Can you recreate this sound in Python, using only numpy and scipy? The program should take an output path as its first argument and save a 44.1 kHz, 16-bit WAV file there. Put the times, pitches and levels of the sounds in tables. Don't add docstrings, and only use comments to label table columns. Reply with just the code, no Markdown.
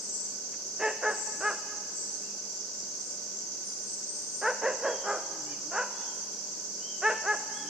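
import sys
import numpy as np
from scipy import signal
from scipy.fft import rfft, irfft, next_fast_len
from scipy.io import wavfile
from scipy.ndimage import uniform_filter1d

SR = 44100
rng = np.random.default_rng(int(sys.argv[2]) if len(sys.argv) > 2 else 0)


def put_to_file(sound):
    columns = np.atleast_2d(sound).T
    safe = np.clip(columns, -1, 1)
    whole_steps = np.round(safe * 32767)
    wavfile.write(sys.argv[1], SR, whole_steps.astype(np.int16))


N = 339129
TIME_S = np.arange(N) / SR

# hz, gain_db
SLOPE_COLOUR = [(200, -28), (430, 6), (600, -1), (860, 6.5), (1300, -1.5), (1700, 0), (2600, 8),
                (8000, 10.5)]


def gain_of(db):
    return 10 ** (np.asarray(db) / 20)


def evened(x):
    return x / np.sqrt(np.mean(abs(x) ** 2) + 1e-20)


def levelled(x, size=441):
    power = uniform_filter1d(uniform_filter1d(x ** 2, size), size)
    return x / np.sqrt(abs(power) + 1e-14)


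def read(points, hz, axis=1):
    table = np.transpose(points)
    return np.interp(np.log(hz + 1), np.log(table[0] + 1), table[axis])


def curves(rows):
    s, *columns = np.transpose(rows)
    t = np.arange(s[0], s[-1], 1 / SR)
    return [t] + [np.interp(t, s, column) for column in columns]


def add(mix, start_s, sound):
    part = mix[max(round(start_s * SR), 0):][:len(sound)]
    part += (sound * signal.windows.tukey(len(sound), .08))[:len(part)]


def drift(count, hz):
    f = np.fft.fftfreq(next_fast_len(count), 1 / SR)
    white = rng.standard_normal((len(f), 2)) @ [1, 1j]
    return evened(np.fft.ifft(white * np.exp(-(f / hz) ** 2))[:count])


def angle(hz):
    return 2 * np.pi * np.cumsum(hz) / SR


def panned(x, left_db):
    gains = gain_of([[left_db / 2], [-left_db / 2]])
    return x * gains / gains.mean()


def around(peak_s, rise_s, fall_s):
    t = np.arange(max(peak_s - 2 * rise_s, 0), peak_s + 2 * fall_s, 1 / SR)
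    return t, (t - peak_s) / np.where(t < peak_s, rise_s, fall_s)


def after(s, change_s=.004):
    return .5 + .5 * np.tanh(s / change_s)


def puppy(bark_db=-1.0, overtone_db=-14, undertone_db=-11):
    # start_s, tone_clears_s, peak_s, rise_s, fall_s, level_db, pitch_hz,
    # climb_oct_per_s, clear_roughness (0-1), throat_hz, mouth_hz, mouth_over_throat_db, lip_ring_db
    bark_rows = [(.794, .83, .849, .046, .062, -24.9, 439, .4, .16, 600, 1810, 0, -17),
                 (1.016, 1.054, 1.073, .046, .055, -24.6, 429, -.5, .13, 680, 1620, 2, -28),
                 (1.403, 1.428, 1.472, .055, .052, -25, 422, 0, .06, 740, 1510, 5, -22),
                 (4.416, 4.43, 4.472, .056, .049, -24.2, 452, 1.8, .2, 780, 1570, 1, -26),
                 (4.616, 4.63, 4.663, .05, .06, -25.2, 455, .8, .36, 640, 1720, -5.5, -25),
                 (4.816, 4.842, 4.861, .04, .08, -27, 520, -1.2, .46, 590, 1590, -7.5, -30),
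                 (5.038, 5.06, 5.1, .056, .082, -27.8, 414, -1, .28, 770, 1400, 0, -32),
                 (5.712, 5.74, 5.786, .068, .06, -27.8, 432, 2.6, .34, 850, 1460, .5, -23),
                 (7.018, 7.028, 7.066, .036, .056, -20.1, 439, 1.2, .02, 740, 1640, 4, -18.5),
                 (7.236, 7.258, 7.302, .045, .047, -23.3, 424, .2, .03, 780, 1610, 3, -30)]
    # time_s, pitch_hz, level_db
    grumble_rows = [
        [(1.33, 232, -52), (1.37, 282, -62), (1.41, 342, -45)],
        [(5.2, 346.4, -58), (5.38, 318, -53.5), (5.52, 297, -49), (5.63, 274, -62), (5.71, 322, -41.5)],
        [(7.4, 294, -59), (7.56, 250, -61), (7.69, 311.5, -49)],
    ]
    # time_s, pitch_hz, level_db
    whimper_rows = [(5.46, 554, -56), (5.5, 610, -58.5), (5.53, 598, -52), (5.57, 516, -62)]
    # hz, gain_db
    whimper_colour = [(600, -1), (1200, -2), (1800, 0), (2450, 7), (3000, 4), (3800, -14)]
    out = np.zeros(N)
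    for *row, lip_db in bark_rows:
        add(out, *bark(row, lip_db))
    out *= gain_of(bark_db)

    for rows in grumble_rows:
        t, hz, db = curves(rows)
        phase = angle(hz * (1 + 0.024 * drift(len(t), 55).real))
        overtone = gain_of(overtone_db) * np.sin(2 * phase)
        undertone = gain_of(undertone_db) * np.sin(phase / 2)
        add(out, t[0], gain_of(db) * evened(np.sin(phase) + overtone + undertone))

    t, hz, db = curves(whimper_rows)
    phase = angle(hz * (1 + 0.035 * drift(len(t), 120).real))
    whimper = sum(gain_of(read(whimper_colour, k * hz)) * np.sin(k * phase) for k in range(1, 7))
    add(out, t[0], gain_of(db) * evened(whimper))
    return out


def bark(row, lip_db, throat_width_hz=500, mouth_width_hz=330, lip_hz=2710, lip_width_hz=310,
         jitter=0.12, shimmer=0.99, hiss_db=-2, damping=0.2, rasp_db=7):
    # hz, gain_db
    voice_colour = [(120, -43), (250, -5.5), (430, 2.5), (600, 9.5), (760, -2), (980, 10), (1280, 1),
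                    (1780, 0.5), (2150, -0.5), (2750, -5.5), (3100, -9.5), (4500, 1), (8000, -45)]
    t, hz, rough, loudness, throat_hz, mouth_hz, mouth_db = gesture(*row)
    rough = np.clip(rough, 0, .95)
    phase = angle(hz * (1 + jitter * rough * drift(len(t), 182).real))
    strength = np.exp(shimmer * rough * drift(len(t), 330).real)
    folds = evened(strength * sum(np.cos(k * phase) for k in range(1, 15)))
    puffs = evened((1 + 0.23 * np.cos(phase)) * rng.standard_normal(len(t)))
    drive = (1 - rough) * folds + gain_of(hiss_db) * np.sqrt(2 * rough) * puffs
    f, at, z = signal.stft(drive, SR, nperseg=512, noverlap=448)
    z = z * gain_of(read(voice_colour, f))[:, None]

    def ring(centre_hz, width_hz):
        centre, width = (np.interp(at, t - t[0], c * np.ones(len(t))) for c in (centre_hz, width_hz))
        offset = f[:, None] - centre
        resonant = z / (1 + 2j * offset / width) ** 2
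        return levelled(signal.istft(resonant, nperseg=512, noverlap=448)[1][:len(t)], size=400)

    upper = gain_of(mouth_db) * ring(mouth_hz, mouth_width_hz)
    lower = ring(throat_hz, throat_width_hz * (1 + rough * damping))
    lips = gain_of(lip_db + rasp_db * rough) * ring(lip_hz, lip_width_hz)
    return t[0], loudness * (levelled(lower + upper) + lips)


def gesture(start_s, clear_s, peak_s, rise_s, fall_s, level_db, top_hz, climb_oct_per_s, clear_rough,
            throat_hz, mouth_hz, mouth_db):
    # middle_s, length_s, pitch_hz, extra_effort_db, throat_hz
    crack_rows = [(1.036, .018, 528, 4, 550), (4.497, .042, 520, 2, 620), (4.684, .044, 540, 1.5, 580),
                  (4.866, .046, 558, 1.5, 575), (5.82, .076, 515, 1.5, 860), (7.114, .024, 490, 0, 620)]
    slope_db, rounding = 19, .55
    rise_oct_per_db, fall_oct_per_db, crack_oct_per_db = .025, .024, .007
    hold_db = 5
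    throat_oct_per_db, mouth_oct_per_db, mouth_db_per_db = .028, .005, .3
    rough_start, rough_end, break_s = .5, .58, .03
    shut_db = 12

    t, u = around(peak_s, rise_s, fall_s)
    slack_db = slope_db * (np.hypot(u, rounding) - rounding)
    sag_oct = slack_db ** 2 / (slack_db + hold_db) * np.where(u < 0, rise_oct_per_db, fall_oct_per_db)
    unsteady = 1 + .008 * drift(len(t), 70).real
    hz = top_hz * 2 ** (climb_oct_per_s * (t - peak_s) - sag_oct) * unsteady
    ragged_onset = (rough_start - clear_rough) * after(clear_s - t)
    ragged_end = (rough_end - clear_rough) * after(t - peak_s - break_s)
    rough = clear_rough + ragged_onset + ragged_end
    effort_db = level_db - slack_db
    throat = throat_hz * 2 ** (-slack_db * throat_oct_per_db)
    for s, length_s, crack_hz, extra_db, crack_throat_hz in crack_rows:
        high = after(length_s / 2 - abs(t - s))
        hz = hz + high * (crack_hz * 2 ** (-slack_db * crack_oct_per_db) - hz)
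        effort_db = effort_db + high * extra_db
        throat = throat + high * (crack_throat_hz - throat)
    loudness = after(t - start_s) * gain_of(effort_db - shut_db * np.maximum(u - 1, 0))
    mouth = mouth_hz * 2 ** (-slack_db * mouth_oct_per_db)
    return t, hz, rough, loudness, throat, mouth, mouth_db - mouth_db_per_db * slack_db


def bushes(x, scatter_db=-17, decay_s=0.028):
    t = TIME_S[:SR // 5]
    taps = rng.standard_normal(len(t)) * t * np.exp(-2 * t / decay_s)
    return x + gain_of(scatter_db) * signal.oaconvolve(x, taps / np.linalg.norm(taps))[:N]


def echoed(x, echo_db=-2):
    # delay_s, level_db
    echo_rows = [(0.037, -21.5), (.062, -17), (.115, -26), (0.239, -23), (.41, -36)]
    colour = gain_of(read(SLOPE_COLOUR, np.fft.rfftfreq(N, 1 / SR)))
    returned = gain_of(echo_db) * irfft(rfft(x) * colour, N)
    return x + sum(gain_of(db) * np.interp(TIME_S - delay_s, TIME_S, returned, left=0)
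                   for delay_s, db in echo_rows)


def beside(x, lag_s=.00003):
    # hz, left_minus_right_db
    lean_points = [(200, 2), (420, -1), (700, -2.2), (1100, 0), (1700, 1.4), (2700, 1)]
    hz = np.fft.rfftfreq(N, 1 / SR)
    lean = gain_of(read(lean_points, hz) / 2) * np.exp(-1j * np.pi * hz * lag_s)
    return irfft(rfft(x) * np.array([lean, 1 / lean]), N)


def trees(x, build_s=0.011, spacing=20):
    # hz, t60_s
    t60_points = [(200, 0.5), (900, 2.22), (1700, 1.73), (3500, 2.2), (8000, 0.49)]
    count = 2 * SR // spacing
    taps = np.zeros((2, 2 * SR))
    places = np.arange(count) * spacing + rng.integers(0, spacing, (2, count))
    np.put_along_axis(taps, places, rng.choice([-1., 1.], (2, count)), 1)
    hz, t, z = signal.stft(taps, SR, nperseg=256)
    t60_s = read(t60_points, hz)
    z = paired(z, hz) * gain_of(-60 * t / t60_s[:, None]) * (1 - np.exp(-t / build_s))
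    energy = t60_s * SR / spacing / np.log(10 ** 6)
    z *= (gain_of(read(SLOPE_COLOUR, hz)) / np.sqrt(energy))[:, None]
    return signal.fftconvolve(x[None], signal.istft(z, SR, nperseg=256)[1], axes=1)[:, :N]


def paired(z, hz):
    # hz, likeness (0-1)
    likeness = [(30, 0), (65, 0.049), (130, 0.86), (500, 0.98), (1350, 0.52), (2900, 0.22), (14000, 0)]
    same = np.clip(read(likeness, hz), -1, 1)[:, None]
    return np.array([z[0], same * z[0] + np.sqrt(1 - same ** 2) * z[1]])


def bird(notes, waver_hz, bend_hz, level_db, note_db=12):
    out = np.zeros(N)
    for peak_s, rise_s, fall_s, hz, db in notes:
        t, u = around(peak_s, rise_s, fall_s)
        pitch_hz = hz + bend_hz * np.tanh(u ** 2 / 2) + waver_hz * drift(len(t), 350).real
        swell = gain_of(db + level_db - note_db * u ** 2)
        add(out, t[0], swell * evened(np.sin(angle(pitch_hz))))
    return out


def birds(high_wet_db=-6, whistle_wet_db=-10.5):
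    # peak_s, rise_s, fall_s, pitch_hz, level_db
    lisp_rows = [(.01, .03, .05, 8400, -43), (.15, .1, .11, 7620, -39), (.86, .05, .06, 8240, -54),
                 (1.11, .03, .04, 8100, -47), (1.2, .07, .14, 7560, -39), (1.39, .05, .13, 7900, -45),
                 (1.985, .05, .055, 7720, -38.5), (2.12, .06, .14, 8200, -53),
                 (3.91, .04, .06, 8100, -42.5), (5.135, .06, .05, 8040, -55), (7.085, .06, .06, 8100, -54),
                 (7.335, .05, .06, 8200, -52), (7.555, .03, .06, 8000, -50)]
    pipe_rows = [(3.06, .08, .05, 8270, -49.5), (3.665, .025, .04, 8880, -48), (3.85, .05, .06, 8570, -48),
                 (4.105, .04, .04, 8390, -41), (4.155, .03, .04, 8280, -42), (4.25, .04, .04, 8400, -49),
                 (4.34, .06, .13, 8600, -45), (6.15, .07, .05, 8700, -57)]
    whistle_rows = [(2.265, .045, .04, 2770, -61), (2.32, .03, .03, 2580, -64),
                    (4.91, .075, .11, 3290, -51), (5.035, .03, .04, 3190, -53), (6.01, .09, .11, 3460, -59),
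                    (6.1, .07, .09, 3230, -58), (6.88, .07, .11, 3155, -49), (7.59, .07, .08, 3340, -51),
                    (7.685, .025, .05, 3190, -51)]
    high = bird(lisp_rows, waver_hz=450, bend_hz=400, level_db=-4)
    high += bird(pipe_rows, waver_hz=110, bend_hz=120, level_db=-4)
    whistles = bird(whistle_rows, waver_hz=70, bend_hz=-500, level_db=-0.5)
    left = panned(high + gain_of(high_wet_db) * trees(high), 15)
    return left + whistles + gain_of(whistle_wet_db) * trees(whistles)


def katydid(hz=7340, waver_hz=110, scrapes_per_s=66, half_length_s=0.042, level_db=-48.5, spread_db=1.5,
            left_db=11):
    chirp_s = [.14, .9, 1.2, 1.58, 1.989, 2.27, 2.56, 2.82, 3.11, 3.41, 3.72, 4.02, 4.36, 4.75, 5.11, 5.449,
               5.799, 6.14, 6.501, 7.0, 7.4]
    sizes = gain_of(spread_db * rng.standard_normal(len(chirp_s)))
    swell = sum(size / (1 + ((TIME_S - s) / half_length_s) ** 4) for s, size in zip(chirp_s, sizes))
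    rate = scrapes_per_s * (1 + 0.081 * drift(N, 3.07).real)
    scrapes = np.exp(1.7 * np.cos(angle(rate)))
    tone = np.sin(angle(hz + waver_hz * drift(N, 485).real))
    return panned(gain_of(level_db) * swell * evened(tone * scrapes), left_db)


def crickets(sweep_hz=130):
    # pitch_hz, width_hz, strokes_per_s, level_db, left_minus_right_db
    trill_rows = [(6010, 315, 19.5, -49.5, -60), (6460, 500, 19.8, -56, 11)]
    out = np.zeros((2, N))
    for hz, width_hz, strokes_per_s, db, left_db in trill_rows:
        stroke = angle(strokes_per_s * (1 + .02 * drift(N, 2).real))
        slide = angle(hz - sweep_hz * np.sin(stroke))
        tone = (drift(N, width_hz / 2) * np.exp(1j * slide)).real
        out += panned(gain_of(db) * evened(tone * np.exp(1.3 * np.cos(stroke))), left_db)
    return out


def rustles():
    # start_s, centre_hz, width_hz, length_s, level_db
    rustle_rows = [(0.518, 1860, 1200, 0.045, -52.5)]
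    out = np.zeros(N)
    for start_s, hz, width_hz, length_s, db in rustle_rows:
        t = TIME_S[:round(length_s * SR)]
        band = (drift(len(t), width_hz) * np.exp(2j * np.pi * hz * t)).real
        add(out, start_s, gain_of(db) * np.hanning(len(t)) * evened(band))
    return out


def background(air_db=0, chorus_db=0, patchy_db=1.78):
    # hz, level_db
    air_points = [(25, -104), (60, -86), (90, -111), (150, -86), (300, -81.5), (450, -80), (650, -87),
                  (900, -88), (1300, -92.5), (1530, -92.5), (1900, -95.5), (3500, -95), (10000, -105),
                  (14000, -105)]
    # hz, left_db, right_db
    chorus_points = [(3360, -115, -115), (3780, -101, -101), (4194, -85, -88), (4750, -79.5, -76),
                     (5400, -75, -74), (5800, -78, -70), (6220, -69.5, -67.5), (6370, -75, -64.5),
                     (6440, -68, -78), (6980, -77.5, -76.5), (7410, -73, -100), (7940, -85, -98),
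                     (8700, -96, -112), (10800, -110, -125)]
    noise = rng.standard_normal((4, N)) * np.sqrt(SR / 2)
    hz, _, z = signal.stft(noise, SR, nperseg=1024, noverlap=768)
    patches = uniform_filter1d(rng.standard_normal(z[2:].shape), 8, 1)
    patches = evened(uniform_filter1d(patches, 5, 2))
    insects = gain_of([read(chorus_points, hz, axis=1), read(chorus_points, hz, axis=2)])[:, :, None]
    air = paired(z[:2], hz) * gain_of(air_db + read(air_points, hz))[:, None]
    chorus = z[2:] * insects * gain_of(chorus_db + patchy_db * patches)
    return signal.istft(air + chorus, nperseg=1024, noverlap=768)[1][:, :N]


def hum(waver=0.63):
    # pitch_hz, width_hz, level_db
    hum_rows = [(59, 1.4, -80.5), (117.4, 7, -75.5), (203.3, 12, -62), (411, 39, -64), (595, 36, -62.5),
                (1500, 54, -68)]
    out = np.zeros(N)
    for hz, width_hz, db in hum_rows:
        tone = ((1 + waver * drift(N, width_hz)) * np.exp(2j * np.pi * hz * TIME_S)).real
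        out += gain_of(db) * evened(tone)
    return out


def scene(dog_wet_db=-12):
    dog = puppy()
    barking = beside(echoed(bushes(dog))) + gain_of(dog_wet_db) * trees(dog)
    return barking + birds() + katydid() + crickets() + rustles() + background() + hum()


def record(dry, edge_hz=14150):
    lowpass = signal.firwin(1023, edge_hz, window=("kaiser", 9), fs=SR)
    return signal.oaconvolve(dry, lowpass[None], "same")


dry = scene()
out = record(dry)
put_to_file(out)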